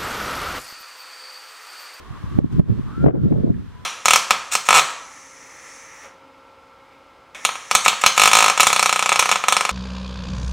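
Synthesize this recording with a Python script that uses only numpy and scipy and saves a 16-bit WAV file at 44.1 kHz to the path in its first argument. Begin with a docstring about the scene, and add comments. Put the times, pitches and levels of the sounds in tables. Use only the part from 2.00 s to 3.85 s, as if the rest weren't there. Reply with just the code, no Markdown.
"""Gusty wind buffets a camera's microphones; stereo widening puts left and right largely in opposite phase.
Turbulence throbs and rumbles, then flutters and rasps as it hardens; single eddies thump.
Behind it distant air hisses and wind moans and whistles round an edge, with one soft brush and a tick.
The hardest buffets overload the recorder, whose gain control ducks the hiss and lets it swell back."""
import sys
import numpy as np
from scipy import signal
from scipy.fft import rfft, irfft
from scipy.io import wavfile
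from scipy.ndimage import minimum_filter1d

SR = 44100
rng = np.random.default_rng(int(sys.argv[2]) if len(sys.argv) > 2 else 0)


def wrap_up_sound(samples):
    """Save the sound to the file named by the first command line argument, as 16-bit audio."""
    columns = np.atleast_2d(samples).T
    # keep every value between -1 and 1, then stretch to whole-number steps
    tamed = np.clip(columns, -1, 1)
    steps = np.round(tamed * 32767).astype(np.int16)
    wavfile.write(sys.argv[1], SR, steps)


N = 81585
TIME_S, BINS_HZ = np.arange(N) / SR, np.fft.rfftfreq(N, 1 / SR)
WIND_CORRELATION = -0.63  # stereo widening leaves the channels largely in opposite phase


def amp(db):
    """Decibels to gain."""
    return 10 ** (np.asarray(db) / 20)


def unit_rms(x):
    """Scales to rms 1."""
    return x / np.sqrt(np.mean(x ** 2) + 1e-20)


def over_hz(points):
    """Table value at each bin, interpolated in log frequency."""
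    hz, value = np.transpose(points)
    return np.interp(np.log(BINS_HZ + 1), np.log(hz + 1), value)


def over_time(rows):
    """Table columns interpolated at each sample."""
    time_s, *columns = np.transpose(rows)
    return [np.interp(TIME_S, time_s, column) for column in columns]


def pan(left_minus_right_db):
    """Left and right gains."""
    return amp(np.array([[1], [-1]]) * left_minus_right_db / 2)


def blur(x, width_s):
    """Gaussian smoothing, sigma = width_s / pi."""
    return irfft(rfft(x) * np.exp(-2 * (BINS_HZ * width_s) ** 2), N)


def lag(x, tau_s):
    """One-pole follower."""
    pole = np.exp(-1 / (tau_s * SR))
    return signal.lfilter([1 - pole], [1, -pole], x)


def wander(width_s):
    """Smooth random curve, rms 1."""
    return unit_rms(blur(rng.standard_normal(N), width_s))


def noise(bin_gain, correlation):
    """Stereo noise of given spectrum and left-right correlation, rms 1."""
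    left, independent = rfft(rng.standard_normal((2, N)))
    right = correlation * left + np.sqrt(1 - correlation ** 2) * independent
    return unit_rms(irfft(np.array([left, right]) * bin_gain, N))


def steadied(x, width_s=0.028):
    """Divides out a noise's slow chance swells."""
    power = blur((x ** 2).mean(0), width_s)
    return x / np.sqrt(abs(power) + 1e-9)


# Hiss spectrum: freq_hz, density_db
AIR_SPECTRUM = [(40, 1.5), (150, -9.5), (400, -7.5), (700, -13.5), (1100, -7.5), (1600, -8.5),
                (2400, -16.5), (3400, -16.5), (4500, -22.5), (7000, -28), (11000, -33), (16000, -39.5)]
# Hiss left-right likeness: freq_hz, correlation
AIR_CORRELATION = [(100, 0.98), (1300, 0.78), (3000, 0.25), (6000, 0.035), (15000, -0.23)]
# Hiss balance: freq_hz, pan_db
AIR_BALANCE = [(200, 2), (1200, 0.5), (2400, -1.5), (6000, -1.5), (15000, -1.5)]
def distant_air(level_db=-46):
    """Smooth hiss of wind far away."""
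    bin_gain = amp(over_hz(AIR_SPECTRUM)) * pan(over_hz(AIR_BALANCE))
    return amp(level_db) * noise(bin_gain, over_hz(AIR_CORRELATION))


# Scuff spectrum: freq_hz, density_db
BRUSH_SPECTRUM = [(1000, -20), (3000, 5), (6000, 4), (10000, -7), (16000, -14)]
def brush(centre_s=0.531, half_width_s=0.013, level_db=-55.5, pan_db=-2):
    """A light touch scuffs the camera."""
    swell = np.exp(-((TIME_S - centre_s) / half_width_s) ** 2)
    return amp(level_db) * swell * noise(amp(over_hz(BRUSH_SPECTRUM)), correlation=0) * pan(pan_db)


# Modes of a small hard tick: freq_hz, level_db, t60_s
TICK_MODES = [(1740, -30, 0.028), (1880, -37.5, 0.035), (2360, -31, 0.01), (8540, -50, 0.0069)]
def tick(start_s=1.541, rise_s=0.0011):
    """A few modes ring and die quickly."""
    age_s = np.maximum(TIME_S - start_s, 0)
    ring = sum(amp(level_db - 60 * age_s / t60_s) * np.sin(2 * np.pi * freq_hz * age_s)
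               for freq_hz, level_db, t60_s in TICK_MODES)
    return (1 - np.exp(-age_s / rise_s)) * ring


# Wind singing round an edge: time_s, pitch_hz, moan_db, whistle_db
EDGE_TONE = [(0, 1049, -55, -54.5), (.17, 1131, -49.5, -53.5), (.37, 1146, -52.5, -49.5),
             (.55, 1030, -51.5, -60), (.78, 1078, -51.5, -60), (.9, 1193, -43, -71), (.95, 1315, -43, -42),
             (1.04, 1403, -43, -40), (1.15, 1385, -39.5, -48.5), (1.27, 1371, -67, -55.5),
             (1.55, 1110, -69, -69), (1.7, 960, -65, -58), (1.79, 1002, -59, -47.5), (1.85, 1014, -49, -51)]
def edge_tone(moan_width_hz=376, whistle_width_hz=20.6, waver_db=3, correlation=0.91, pan_db=1.5):
    """A broad, wavering moan and a thin whistle glide together with the wind's speed."""
    pitch_hz, moan_db, whistle_db = over_time(EDGE_TONE)
    phase = 2 * np.pi * np.cumsum(pitch_hz) / SR
    moan_db += waver_db * wander(width_s=0.049)
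    out = np.zeros((2, N))
    for width_hz, level_db in [(moan_width_hz, moan_db), (whistle_width_hz, whistle_db)]:
        band = 1 / (1 + (2 * BINS_HZ / width_hz) ** 2)
        tone = noise(band, correlation) * np.cos(phase) + noise(band, correlation) * np.sin(phase)
        out += amp(level_db) * steadied(tone)
    return out * pan(pan_db)


# Rasp spectrum, for spits and turbulence: freq_hz, density_db
RASP_SPECTRUM = [(300, -11.5), (650, 4.5), (1100, -12), (2100, -22.5), (3200, -37), (6000, -65.5)]
# Bursts of rasp: centre_s, level_db
SPIT_BURSTS = [(0.445, -34), (0.694, -35), (1.042, -21), (1.063, -11), (1.086, -6), (1.108, -12.5),
               (1.155, -22), (1.26, -33.5), (1.326, -24.5), (1.414, -33)]
def spits(half_width_s=0.0029, pan_db=8.5):
    """Flow tears off a microphone port for a few milliseconds, mostly on the left."""
    envelope = sum(amp(level_db) * np.exp(-((TIME_S - centre_s) / half_width_s) ** 2)
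                   for centre_s, level_db in SPIT_BURSTS)
    return envelope * noise(amp(over_hz(RASP_SPECTRUM)), WIND_CORRELATION) * pan(pan_db)


# Eddies striking the ports: centre_s, level_db, pitch_hz, half_width_s, pan_db
EDDIES = [(0.111, -27, 117, 0.0083, -8), (.243, -19.5, 128, 0.0039, 11.5), (0.276, -25, 76.4, .011, -1),
          (.357, -14.5, 129, .005, 7.5), (.389, 3.5, 195, 0.0023, -6), (0.445, 1, 223, 0.0027, 2),
          (0.585, -5.5, 205, 0.0022, 6.5), (0.5989, 4, 163, .006, -6.5), (0.688, -18.5, 249, 0.0018, 0.5),
          (.713, -13.5, 99.5, 0.017, -16.5), (.797, -10.5, 216, 0.0022, 6.5), (0.863, -19, 118, 0.018, 0),
          (0.981, -13.5, 261.6, 0.0023, 4.5), (1.015, -16, 134, 0.0044, 7.5), (1.045, -.5, 260, .0042, 1),
          (1.064, 0, 380, .002, 6), (1.144, 1, 303, 0.0062, -2), (1.258, -1, 230, 0.0021, -5),
          (1.272, -0.5, 175, 0.0045, -0.5), (1.32, 1, 256, 0.0036, 1.5), (1.445, 2.5, 233.5, 0.0025, -1.5),
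          (1.505, 3, 180, 0.003, 1.5), (1.69, -26, 89.3, 0.013, 8.5), (1.752, -28.5, 110.3, 0.0087, 8)]
def buffets(crossing_s=0.00029):
    """Each eddy is a short thump, slightly later and inverted in the right channel."""
    port_delay_s, polarity = np.array([[0], [crossing_s]]), np.array([[1], [-1]])
    out = np.zeros((2, N))
    for centre_s, level_db, pitch_hz, half_width_s, pan_db in EDDIES:
        offset_s = TIME_S - centre_s - port_delay_s
        swing = np.sin(2 * np.pi * pitch_hz * offset_s) * np.exp(-(offset_s / half_width_s) ** 2)
        out += amp(level_db) * swing * pan(pan_db) * polarity
    return out


# Turbulence spectra, low to high: freq_hz, density_db
THROB_SPECTRUM = [(15, -17.5), (30, -16), (60, 4), (110, -7.5), (170, -13.5), (300, -38), (600, -84)]
RUMBLE_SPECTRUM = [(20, -50), (50, -17.5), (100, -0.5), (160, 0.5), (260, -8), (400, -18), (700, -60),
                   (1400, -83)]
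FLUTTER_SPECTRUM = [(80, -32.5), (200, -13), (340, 5), (560, -3.5), (780, -18), (1100, -24.5),
                    (2100, -66.5), (4000, -76)]
# Wind strength at the ports: time_s, rumble_db, flutter_db
GUSTS = [(0, -58.5, -45), (.085, -43.5, -67), (.11, -38, -64), (.2, -42.5, -62), (.25, -34.5, -55),
         (.29, -34.5, -87), (.375, -22, -42), (.398, -23.5, -17.5), (.425, -14.5, -49), (.45, -15, -30.5),
         (.49, -30.5, -57), (.53, -20, -52), (.585, -17, -38), (.604, -10.5, -7.5), (.625, -14.5, -41),
         (.68, -24, -37), (.70, -9, -27.5), (.755, -23.5, -42), (.795, -20, -37), (.825, -27, -48),
         (.96, -31.5, -52.5), (1.025, -14, -27.5), (1.053, -12, -11.5), (1.068, 3.5, -3.5),
         (1.095, -2.5, -1), (1.124, -14.5, -22.5), (1.15, -7, -8), (1.225, -11, -37), (1.262, -6, -22),
         (1.293, -19, -28.5), (1.32, -8.5, -18.5), (1.39, -12, -22), (1.425, -17, -28.5),
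         (1.445, -13.5, -20.5), (1.505, -13, -19), (1.535, -17, -44.5), (1.585, -19.5, -46.5),
         (1.68, -37, -55), (1.85, -41.5, -56)]
def turbulence(lump_db=2.5):
    """Lumpy pressure on the ports: throb and rumble, then flutter and rasp as the wind hardens."""
    rumble_db, flutter_db = over_time(GUSTS)
    throb_db = 0.59 * rumble_db - 15.5  # grows slower than the rumble
    rasp_db = 2.2 * flutter_db - 7  # grows faster than the flutter
    lumps = amp(lump_db * wander(width_s=0.0083))

    def layer(spectrum, level_db, pan_db):
        band = lumps * noise(amp(over_hz(spectrum)), WIND_CORRELATION) * pan(pan_db)
        return amp(level_db) * steadied(band)

    return (layer(THROB_SPECTRUM, throb_db, pan_db=-1.5)
            + layer(RUMBLE_SPECTRUM, rumble_db, pan_db=-1.5)
            + layer(FLUTTER_SPECTRUM, flutter_db, pan_db=2)
            + layer(RASP_SPECTRUM, rasp_db, pan_db=8.5))


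def scene():
    """Stereo sum of all sources."""
    return turbulence() + buffets() + spits() + distant_air() + edge_tone() + tick() + brush()


def gain_control(x, ceiling_db=-5.5, hold_s=0.041, react_s=0.002, recover_db_per_s=148.5):
    """Peaks over the ceiling duck both channels; the gain recovers quickly, then slowly."""
    over_db = np.maximum(20 * np.log10(abs(x).max(0) + 1e-9) - ceiling_db, 0)
    half_hold = int(hold_s * SR / 2)
    held_db = -minimum_filter1d(-over_db, 2 * half_hold + 1, origin=half_hold)  # trailing maximum
    ramp_db = recover_db_per_s * TIME_S
    released_db = np.maximum.accumulate(held_db + ramp_db) - ramp_db
    smoothed_db = lag(released_db, tau_s=0.0033)
    quick_db = np.interp(TIME_S - react_s, TIME_S, smoothed_db)
    slow_db = 1.17 * lag(quick_db, tau_s=0.56)
    return x / amp(np.maximum(quick_db, slow_db))


def overload(x, crossfeed=0.36, crackle_db=-47.5):
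    """Clips with a faint crackle; the stereo widener carries the distortion to the other side."""
    clipped = np.clip(x, -1, 1)
    distortion = clipped - x
    crackle = amp(crackle_db) * rng.standard_normal((2, N)) * (abs(x).max(0) > 1)
    return clipped - crossfeed * distortion[::-1] + crackle


def record(dry):
    """Gain control, clipping, band limit."""
    cutoff_hz = 16100
    lowpass = signal.firwin(511, cutoff_hz, window=("kaiser", 9), fs=SR)
    return signal.oaconvolve(overload(gain_control(dry)), lowpass[None], "same")


dry = scene()
out = record(dry)
wrap_up_sound(out)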